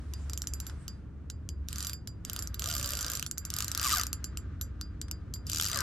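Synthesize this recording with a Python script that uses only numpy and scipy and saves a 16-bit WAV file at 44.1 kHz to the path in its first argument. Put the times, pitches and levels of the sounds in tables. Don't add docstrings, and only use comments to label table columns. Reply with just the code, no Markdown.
import sys
import numpy as np
from scipy import signal
from scipy.fft import rfft, irfft, next_fast_len
from scipy.io import wavfile
from scipy.ndimage import uniform_filter1d, map_coordinates

SR = 44100
rng = np.random.default_rng(int(sys.argv[2]) if len(sys.argv) > 2 else 0)


def persist_wave(psi):
    counts = np.round(np.clip(psi, -1, 1) * 32767).astype(np.int16)
    wavfile.write(sys.argv[1], SR, np.atleast_2d(counts).T)


N = 256642

# pitch_hz, likeness
STEREO_LIKENESS = [(60, 0.91), (150, 0.93), (300, 0.7), (700, .6), (1500, 0.84), (5000, 0.15)]
# time_s, level_db
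ENGINE_LEVEL = [(0.0, -37), (1.0, -43), (1.9, -40.5), (2.1, -49), (2.5, -40.5), (2.95, -39.5), (3.2, -47.5),
                (3.7, -40.5), (5.0, -39.5), (5.82, -44.5)]
# pitch_hz, idle_db, loaded_db
ENGINE_TONES = [(47.9, -7.5, -13), (58.5, -24.5, -4), (65.5, 4, -18.5), (70.4, 7.5, -2.5),
                (79.5, -4.5, -14), (91.7, -18, -5), (255.3, -34, -30.5), (300.5, -33.5, -24.5)]
# time_s, load
ENGINE_LOAD = [(0, 0.62), (2, 0.66), (2.5, 0.9), (5.82, 1)]
# time_s, level_db
RUMBLE_LEVEL = [(0, -47), (1.9, -47), (2.3, -45.5), (2.7, -46), (3.3, -48), (4.3, -46), (4.9, -47.5),
                (5.7, -43.5)]
# pitch_hz, level_db
RUMBLE_COLOUR = [(15, -22), (30, 1), (50, 1.5), (100, 8), (150, 2.5), (220, -2.5), (300, -5.5), (420, -14),
                 (800, -26.5), (1400, -25.5), (2200, -35), (4000, -44), (7000, -47.5), (10000, -56),
                 (16000, -63)]
# time_s, level_db
HISS_SPELLS = [
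    [(0.0, -65), (0.222, -60), (0.476, -61.5), (0.538, -64), (0.66, -56.5), (0.806, -65), (0.954, -67.5),
     (1.1, -90)],
]
# pitch_hz, level_db
HISS_COLOUR = [(800, 14.5), (1500, 11.5), (3000, 4.5), (5000, 4.5), (8000, 1), (10000, -1.5), (15000, -21)]
# middle_s, half_length_s, pitch_hz, level_db
SWISHES = [(.22, .03, 7200, -64), (.82, .025, 8500, -66)]
# time_s, level_db
WINDING_SPELLS = [
    [(0.0, -65), (0.116, -71), (0.548, -64), (0.854, -63.5), (1.026, -71), (1.1, -81)],
    [(1.62, -72), (1.75, -65), (1.94, -58.5), (2.0, -78)],
    [(2.25, -68), (2.47, -57.5), (2.6, -58)],
    [(3.25, -60), (3.35, -67), (3.452, -57.5), (3.5, -55)],
    [(4.05, -52), (4.15, -58.5), (4.744, -64.5), (5.248, -67), (5.418, -69), (5.5, -65)],
]
# pitch_hz, level_db
BEARING_COLOUR = [(300, -19), (900, -15), (1200, 0), (1550, -0.5), (1900, -7.5), (2400, -14), (4000, -19),
                  (7000, -26), (10000, -42), (16000, -64.5)]
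# start_s, snap_db, depth_db, bright_db, low_ring_db, high_ring_db
CREEP_TICKS = [(0.1367, -38.5, 0, -1, -49, -58), (0.2975, -37.5, -0.5, -5, -52, -53),
               (0.334, -33, -2, 1, -51, -50.5), (0.3757, -32, -4.5, 2, -60, -45),
               (0.4195, -31, -5, -8, -60, -45.5), (0.4719, -30, -8.5, -14.5, -53, -41.5),
               (0.5365, -31.5, -14.5, -0.5, -50, -42.5), (0.6018, -35, -3.5, 10, -53, -44),
               (0.6668, -40, 6, 0.5, -53, -45), (0.8806, -36, -1, 3.5, -45.5, -49.5),
               (1.3008, -35.5, -3.5, -0.5, -55, -52), (1.49, -36, -4, -4, -52.5, -53),
               (2.074, -37.5, 2, 0, -47.5, -47.5), (2.544, -34.5, 3, 10, -52.5, -50),
               (3.3126, -29, -7, 0, -53.5, -43.5), (3.381, -29, -16, 3, -49, -41),
               (3.4517, -33.5, -4.5, 3, -52, -42.5), (4.1301, -27.5, -1.5, 3, -49.5, -39),
               (4.2427, -31.5, -2, 5.5, -47, -40), (4.3724, -35, -2.5, -12, -57, -42),
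               (4.6125, -35, 2, 2.5, -51, -38), (4.8123, -35, 1, 1, -42, -53.5),
               (5.015, -33, 1, -3.5, -49, -48.5), (5.1124, -30, -5, 0, -46, -50),
               (5.3387, -35.5, -3.5, -7, -42.5, -41.5)]
# pitch_hz, width_hz, level_db
BODY_NOTES = [(1378, 162, -22), (1610, 180, -31.5), (3020, 670, -9.5), (4150, 680, -5.5), (5740, 750, -0.5),
              (7100, 1130, 2), (8560, 810, -7), (10100, 1400, -10), (11980, 244, -14), (14460, 1200, -15.5)]
# pitch_hz, level_db, ring_s
SPRING_NOTES = [(4826, 0, .175), (5960, -13, .11), (7245, 0, .12), (10800, -18, .09), (11505, -12, .08),
                (12355, -2, .04), (12495, -14, .08), (13200, -24, .08)]
# start_s, level_db
HANDLE_KNOCKS = [(0.4398, -40), (0.6972, -35), (3.3757, -36), (5.083, -40.5), (5.361, -46)]
# time_s, clicks_per_s
SLIPS = [
    [(1.686, 17.2), (1.783, 44.3), (1.849, 49.0), (1.933, 21.3)],
    [(2.25, 15.1), (2.299, 26.9), (2.381, 36.9), (2.474, 13.9)],
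    [(2.595, 31.7), (2.691, 77.8), (2.742, 79.5), (2.777, 62.6), (2.905, 65.1), (2.92, 75.6), (2.949, 51.6),
     (3.143, 58.0), (3.226, 27.0), (3.264, 25.5)],
    [(3.503, 21.6), (3.604, 56.3), (3.639, 46.9), (3.654, 25.7), (3.75, 31.3), (3.777, 44.7), (3.821, 61.8),
     (3.844, 143.6), (3.902, 100.5), (3.927, 161.3), (3.954, 88.0), (3.977, 85.5), (4.042, 31.2),
     (4.071, 25.9)],
    [(5.468, 20.6), (5.511, 56.0), (5.564, 83.7), (5.599, 70.1), (5.651, 111.1), (5.71, 56.2),
     (5.744, 74.8), (5.82, 54.0)],
]
# snap_db, depth_db, bright_db, low_ring_db, high_ring_db
TOOTH_DB = (-31, 1, 1.5, -46, -46)
TOOTH_DB_PER_DOUBLING = (1.2, 1.1, 0.3, 4.3, 2.5)
TOOTH_SCATTER_DB = (1.35, 4.3, 3.8, 4.5, 3.5)
# time_s, gain_db
LINE_PULL = [(1.71, -2), (1.765, -4), (1.865, -0.5), (1.93, -1.5), (2.25, -0.5), (2.33, 1), (2.41, -2),
             (2.62, 0), (2.76, -1.5), (3.02, -1.5), (3.17, -0.5), (3.5, 1.5), (3.57, 3.5), (3.65, 1),
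             (3.76, 5.5), (3.84, 1.5), (3.97, 2.5), (4.07, 2.5), (5.47, -6), (5.495, 2), (5.55, 0.5),
             (5.61, 5), (5.66, -2), (5.8, 2.5)]
# time_s, gain_db
GEAR_LOAD = [(1.8, -2.5), (2.35, -1.5), (2.8, -2.5), (3.08, 3.5), (3.25, -5), (3.6, 1.5), (3.8, 5),
             (4.0, 10.5), (4.07, -1), (5.5, -13), (5.67, -9.5), (5.72, 4), (5.82, 12)]
# pitch_hz, level_db
HOUSING_COLOUR = [(300, -39), (700, -30), (1000, -15), (1200, 7.5), (1400, -1.5), (1650, -3), (1950, -4.5),
                  (2300, -16.5), (3000, -20), (6000, -54)]
# pitch_hz, level_db
ROD_COLOUR = [(250, -30), (450, 1), (600, -2), (740, -2), (900, -20), (1200, -39), (3000, -78)]
# time_s, gain_db
ROD_GRIP = [(1.8, -12.5), (2.4, -2), (2.74, -0.5), (2.95, -3.5), (3.15, -4.5), (3.6, -10), (3.85, -17.5),
            (4.0, -19.5), (5.6, -7), (5.82, -14)]
# pitch_hz, level_db
WASHER_COLOUR = [(600, -19), (1500, -18.5), (3000, 2), (6000, -1.5), (9000, -0.5), (10500, -5.5),
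                 (12300, -2.5), (13200, -19.5), (15000, -29), (16000, -34)]
# time_s, gain_db
WASHER_BITE = [(1.82, -0.5), (2.35, -2.5), (2.7, -1), (3.1, 0.5), (3.6, 1), (3.95, 2.5), (5.55, 1.5),
               (5.8, 0.5)]
# time_s, left_over_right_db
REEL_PAN = [(0, -0.5), (2.8, -1), (3.4, -0.5), (3.8, 1), (5.82, 2.5)]
# pitch_hz, fade_s
BANK_FADE = [(300, 0.088), (3000, 0.082), (12000, 0.019)]

USUAL_CLICKS_PER_S, GEAR_TEETH_PER_CLICK = 50, 9
TIME_S = np.arange(N) / SR


def amp(db):
    return 10 ** (np.asarray(db) / 20)


def unit(x):
    return x / np.sqrt(np.mean(x ** 2) + 1e-20)


def along(points, hz):
    pitches, values = np.transpose(points)
    return np.interp(np.log(hz + 1), np.log(pitches + 1), values)


def curve(rows):
    return np.interp(TIME_S, *np.transpose(rows))


def spells(tables):
    gain = 0
    for rows in tables:
        active = 1. * (TIME_S >= rows[0][0]) * (TIME_S <= rows[-1][0])
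        gain += amp(curve(rows)) * uniform_filter1d(active, size=1500)
    return gain


def wobble(per_s):
    return map_coordinates(rng.standard_normal(int(N * per_s / SR) + 4), [TIME_S * per_s])


def filtered(x, response):
    size = next_fast_len(N + SR // 4)
    return irfft(rfft(x, size) * response(np.fft.rfftfreq(size, 1 / SR)), size)[..., :N]


def noise(colour):
    def response(hz):
        angle = np.arccos(np.clip(along(STEREO_LIKENESS, hz), -1, 1)) / 2
        return amp(along(colour, hz)) * [np.cos(angle), np.sin(angle)]
    mid, side = filtered(rng.standard_normal((2, N)), response)
    return unit(np.array([mid + side, mid - side]))


def add(track, start_s, sound):
    start = max(round(start_s * SR), 0)
    part = track[:, start:start + sound.shape[1]]
    part += sound[:, :part.shape[1]]


def far_engine(gain_db, drift_rad, throb_db, steadying):
    load = np.clip(curve(ENGINE_LOAD), 0, 1)
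    drone = 0
    for hz, idle_db, loaded_db in ENGINE_TONES:
        level = amp(idle_db + load * (loaded_db - idle_db) + 3.2 * wobble(5))
        phase = 2 * np.pi * hz * TIME_S + drift_rad * wobble(4) + rng.uniform(0, 2 * np.pi)
        drone += level * np.sin(phase)
    drone /= np.sqrt(np.abs(uniform_filter1d(drone ** 2, size=10000)) + .001)
    throb = throb_db * (1 - steadying * load) * wobble(11)
    return amp(curve(ENGINE_LEVEL) + gain_db + throb) * drone


def night_rumble(gain_db):
    return amp(curve(RUMBLE_LEVEL) + gain_db) * noise(RUMBLE_COLOUR)


def line_hiss():
    hiss = amp(1.8 * wobble(20)) * spells(HISS_SPELLS) * noise(HISS_COLOUR)
    for middle_s, half_length_s, hz, db in SWISHES:
        swell = np.exp(-((TIME_S - middle_s) / half_length_s) ** 2 / 2)
        band = [(hz / 2, -40), (hz * .85, -12), (hz, 0), (hz * 1.15, -14), (hz * 1.5, -40)]
        hiss += amp(db) * swell * noise(band)
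    return hiss


def winding(gain_db):
    return amp(gain_db + 1.22 * wobble(36)) * spells(WINDING_SPELLS) * noise(BEARING_COLOUR)


def snaps(clicks, gain_db, scatter_db, bounce_s, rebound, spread_rad):
    out, t = np.zeros((2, N)), np.arange(SR // 80) / SR
    hz, width_hz, note_db = np.transpose(BODY_NOTES)[:, :, None]
    for start_s, snap_db, depth_db, bright_db, _, _ in clicks:
        tone_db = note_db + (hz < 4600) * np.minimum(depth_db, 3) + (hz > 9500) * bright_db
        pitch_hz = hz * (1 + 0.031 * rng.standard_normal(hz.shape))
        side_phase = spread_rad * rng.standard_normal((2, len(hz), 1))
        gap_s = bounce_s * np.exp(0.2334 * rng.standard_normal())
        snap = 0
        for landing in range(3):
            age = np.maximum(t - gap_s * landing ** 0.921, 0)
            strength = rebound ** landing * amp(tone_db + scatter_db * rng.standard_normal(hz.shape))
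            envelope = np.exp(-np.pi * width_hz * age) * (1 - np.exp(-age / 0.00021))
            phase = 2 * np.pi * pitch_hz * age + side_phase + rng.uniform(0, 2 * np.pi, hz.shape)
            snap += np.sum(strength * envelope * np.sin(phase), axis=1)
        add(out, start_s, amp(snap_db + gain_db) * unit(snap[:, :SR // 340]))
    return out


def spring_ring(clicks, low_gain_db, high_gain_db, scatter_db, choke_s, spread_rad):
    out, t = np.zeros((2, N)), np.arange(SR // 5) / SR
    hz, note_db, ring_s = np.transpose(SPRING_NOTES)[:, :, None]
    gaps_s = np.diff(clicks[:, 0], append=N / SR + 1)
    weak = note_db < note_db.max() - 6
    phase = rng.uniform(0, 2 * np.pi, hz.shape)
    for (start_s, _, _, _, low_db, high_db), free_s in zip(clicks, gaps_s):
        age = t[t < free_s + 0.01]
        db = note_db + np.where(hz == hz[0], low_db + low_gain_db, high_db + high_gain_db)
        db += scatter_db * weak * rng.standard_normal(hz.shape)
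        phase += 1.6 * rng.standard_normal(hz.shape)
        side_phase = phase + spread_rad * rng.standard_normal((2, len(hz), 1))
        waves = np.sin(2 * np.pi * hz * (round(start_s * SR) / SR + age) + side_phase)
        ring = np.sum(amp(db - 60 * age / ring_s) * waves, axis=0 + 1)
        attack = 1 - np.exp(-age / 0.00024)
        choke = np.exp(-np.maximum(age - free_s, 0) / choke_s)
        add(out, start_s, ring * attack * choke)
    return out


def handle_knocks(gain_db, fade_s):
    envelope, t = np.zeros((2, N)), np.arange(SR // 20) / SR
    for start_s, db in HANDLE_KNOCKS:
        add(envelope, start_s, amp(db + gain_db - 60 * t / fade_s)[None])
    colour = [(700, -24), (1400, 1), (2500, -11.5), (6000, -7), (10000, -16.5), (16000, -37.5)]
    return envelope * noise(colour)


def slip_clicks(slip):
    time_s, speed = np.transpose(slip)
    t = np.arange(time_s[0], time_s[-1], 1 / SR)
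    teeth_passed = np.cumsum(np.interp(t, time_s, speed)) / SR
    starts_s = np.interp(np.arange(round(teeth_passed[-1]) + 1), teeth_passed, t)
    doublings = np.log2(np.interp(starts_s, time_s, speed) / USUAL_CLICKS_PER_S)
    db = TOOTH_DB + np.outer(doublings, TOOTH_DB_PER_DOUBLING)
    db += TOOTH_SCATTER_DB * rng.standard_normal(db.shape)
    db[:, 0] += np.interp(starts_s, *np.transpose(LINE_PULL))
    return np.c_[starts_s, db]


def spool_speed():
    speed = sum(np.interp(TIME_S, *np.transpose(slip), left=0, right=0) for slip in SLIPS)
    return np.abs(uniform_filter1d(speed, size=1000))


def gears(speed, gain_db, overtone_db, rod_db):
    shudder = 1 + .03 * wobble(45) + .025 * wobble(300)
    phase = 2 * np.pi * np.cumsum(GEAR_TEETH_PER_CLICK * speed * shudder) / SR
    teeth = sum(amp(4.5 * wobble(70) + overtone_db * (k - 1)) * np.sin(k * phase) for k in (1, 2, 3))
    whine = unit(filtered(teeth, lambda hz: amp(along(HOUSING_COLOUR, hz))))
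    whine /= np.sqrt(np.abs(uniform_filter1d(whine ** 2, size=2500)) + .01)
    grip = amp(curve(ROD_GRIP))
    whine += grip * filtered(teeth, lambda hz: amp(along(ROD_COLOUR, hz)))
    grind = noise(BEARING_COLOUR) + amp(rod_db) * grip * noise(ROD_COLOUR)
    whine_share = np.clip((speed - 35) / 70, 0, .88)
    whirr = np.sqrt(whine_share) * whine + np.sqrt(1 - whine_share) * grind
    level = amp(gain_db + curve(GEAR_LOAD)) * (speed / USUAL_CLICKS_PER_S) ** 0.97
    return level * whirr * amp([[1.6], [-1.6]])


def drag_washers(speed, gain_db):
    rub = unit(noise(WASHER_COLOUR) * amp(4 * wobble(900)))
    return amp(gain_db + curve(WASHER_BITE)) * (speed / USUAL_CLICKS_PER_S) ** 0.9 * rub


def place_reel(reel, lead_s, shade_db):
    side = np.array([[0.5], [-0.5]])
    def response(hz):
        shade = along([(2000, -0.15), (4500, 0.93), (12000, 1)], hz)
        return np.exp(2j * np.pi * hz * lead_s * side) * amp(side * shade_db * shade)
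    return filtered(reel * amp(curve(REEL_PAN) * side), response)


def bank_echo(reel):
    hz, t, spectrum = signal.stft(rng.standard_normal((2, SR // 6)), SR, nperseg=128)
    fade = amp(-60 * t / along(BANK_FADE, hz)[:, None])
    tail = signal.istft(spectrum * fade, SR, nperseg=128)[1]
    tail = unit(tail) / np.sqrt(tail.shape[1])
    delayed = np.pad(tail, ((0, 0), (SR // 400, 0)))
    return signal.fftconvolve(reel, delayed, axes=1)[:, :N]


def scene():
    clicks = np.vstack([CREEP_TICKS] + [slip_clicks(slip) for slip in SLIPS])
    clicks = clicks[np.argsort(clicks[:, 0])]
    speed = spool_speed()
    reel = snaps(clicks, gain_db=-0.05, scatter_db=3, bounce_s=0.000704, rebound=0.5, spread_rad=0.47)
    reel += spring_ring(clicks, low_gain_db=3, high_gain_db=3.5, scatter_db=5.5,
                        choke_s=.0015, spread_rad=0.41)
    reel += gears(speed, gain_db=-51, overtone_db=1, rod_db=-5.5)
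    reel += drag_washers(speed, gain_db=-50)
    reel += winding(gain_db=-1.5)
    reel += handle_knocks(gain_db=-4, fade_s=0.019)
    reel = place_reel(reel, lead_s=.000012, shade_db=-1.5)
    nearby = reel + amp(-14) * bank_echo(reel) + line_hiss()
    engine = far_engine(gain_db=-1, drift_rad=0.5, throb_db=5, steadying=0.83)
    return nearby + engine + night_rumble(gain_db=0.54)


def record(dry):
    return filtered(dry, lambda hz: hz < 16000)


dry = scene()
out = record(dry)
persist_wave(out)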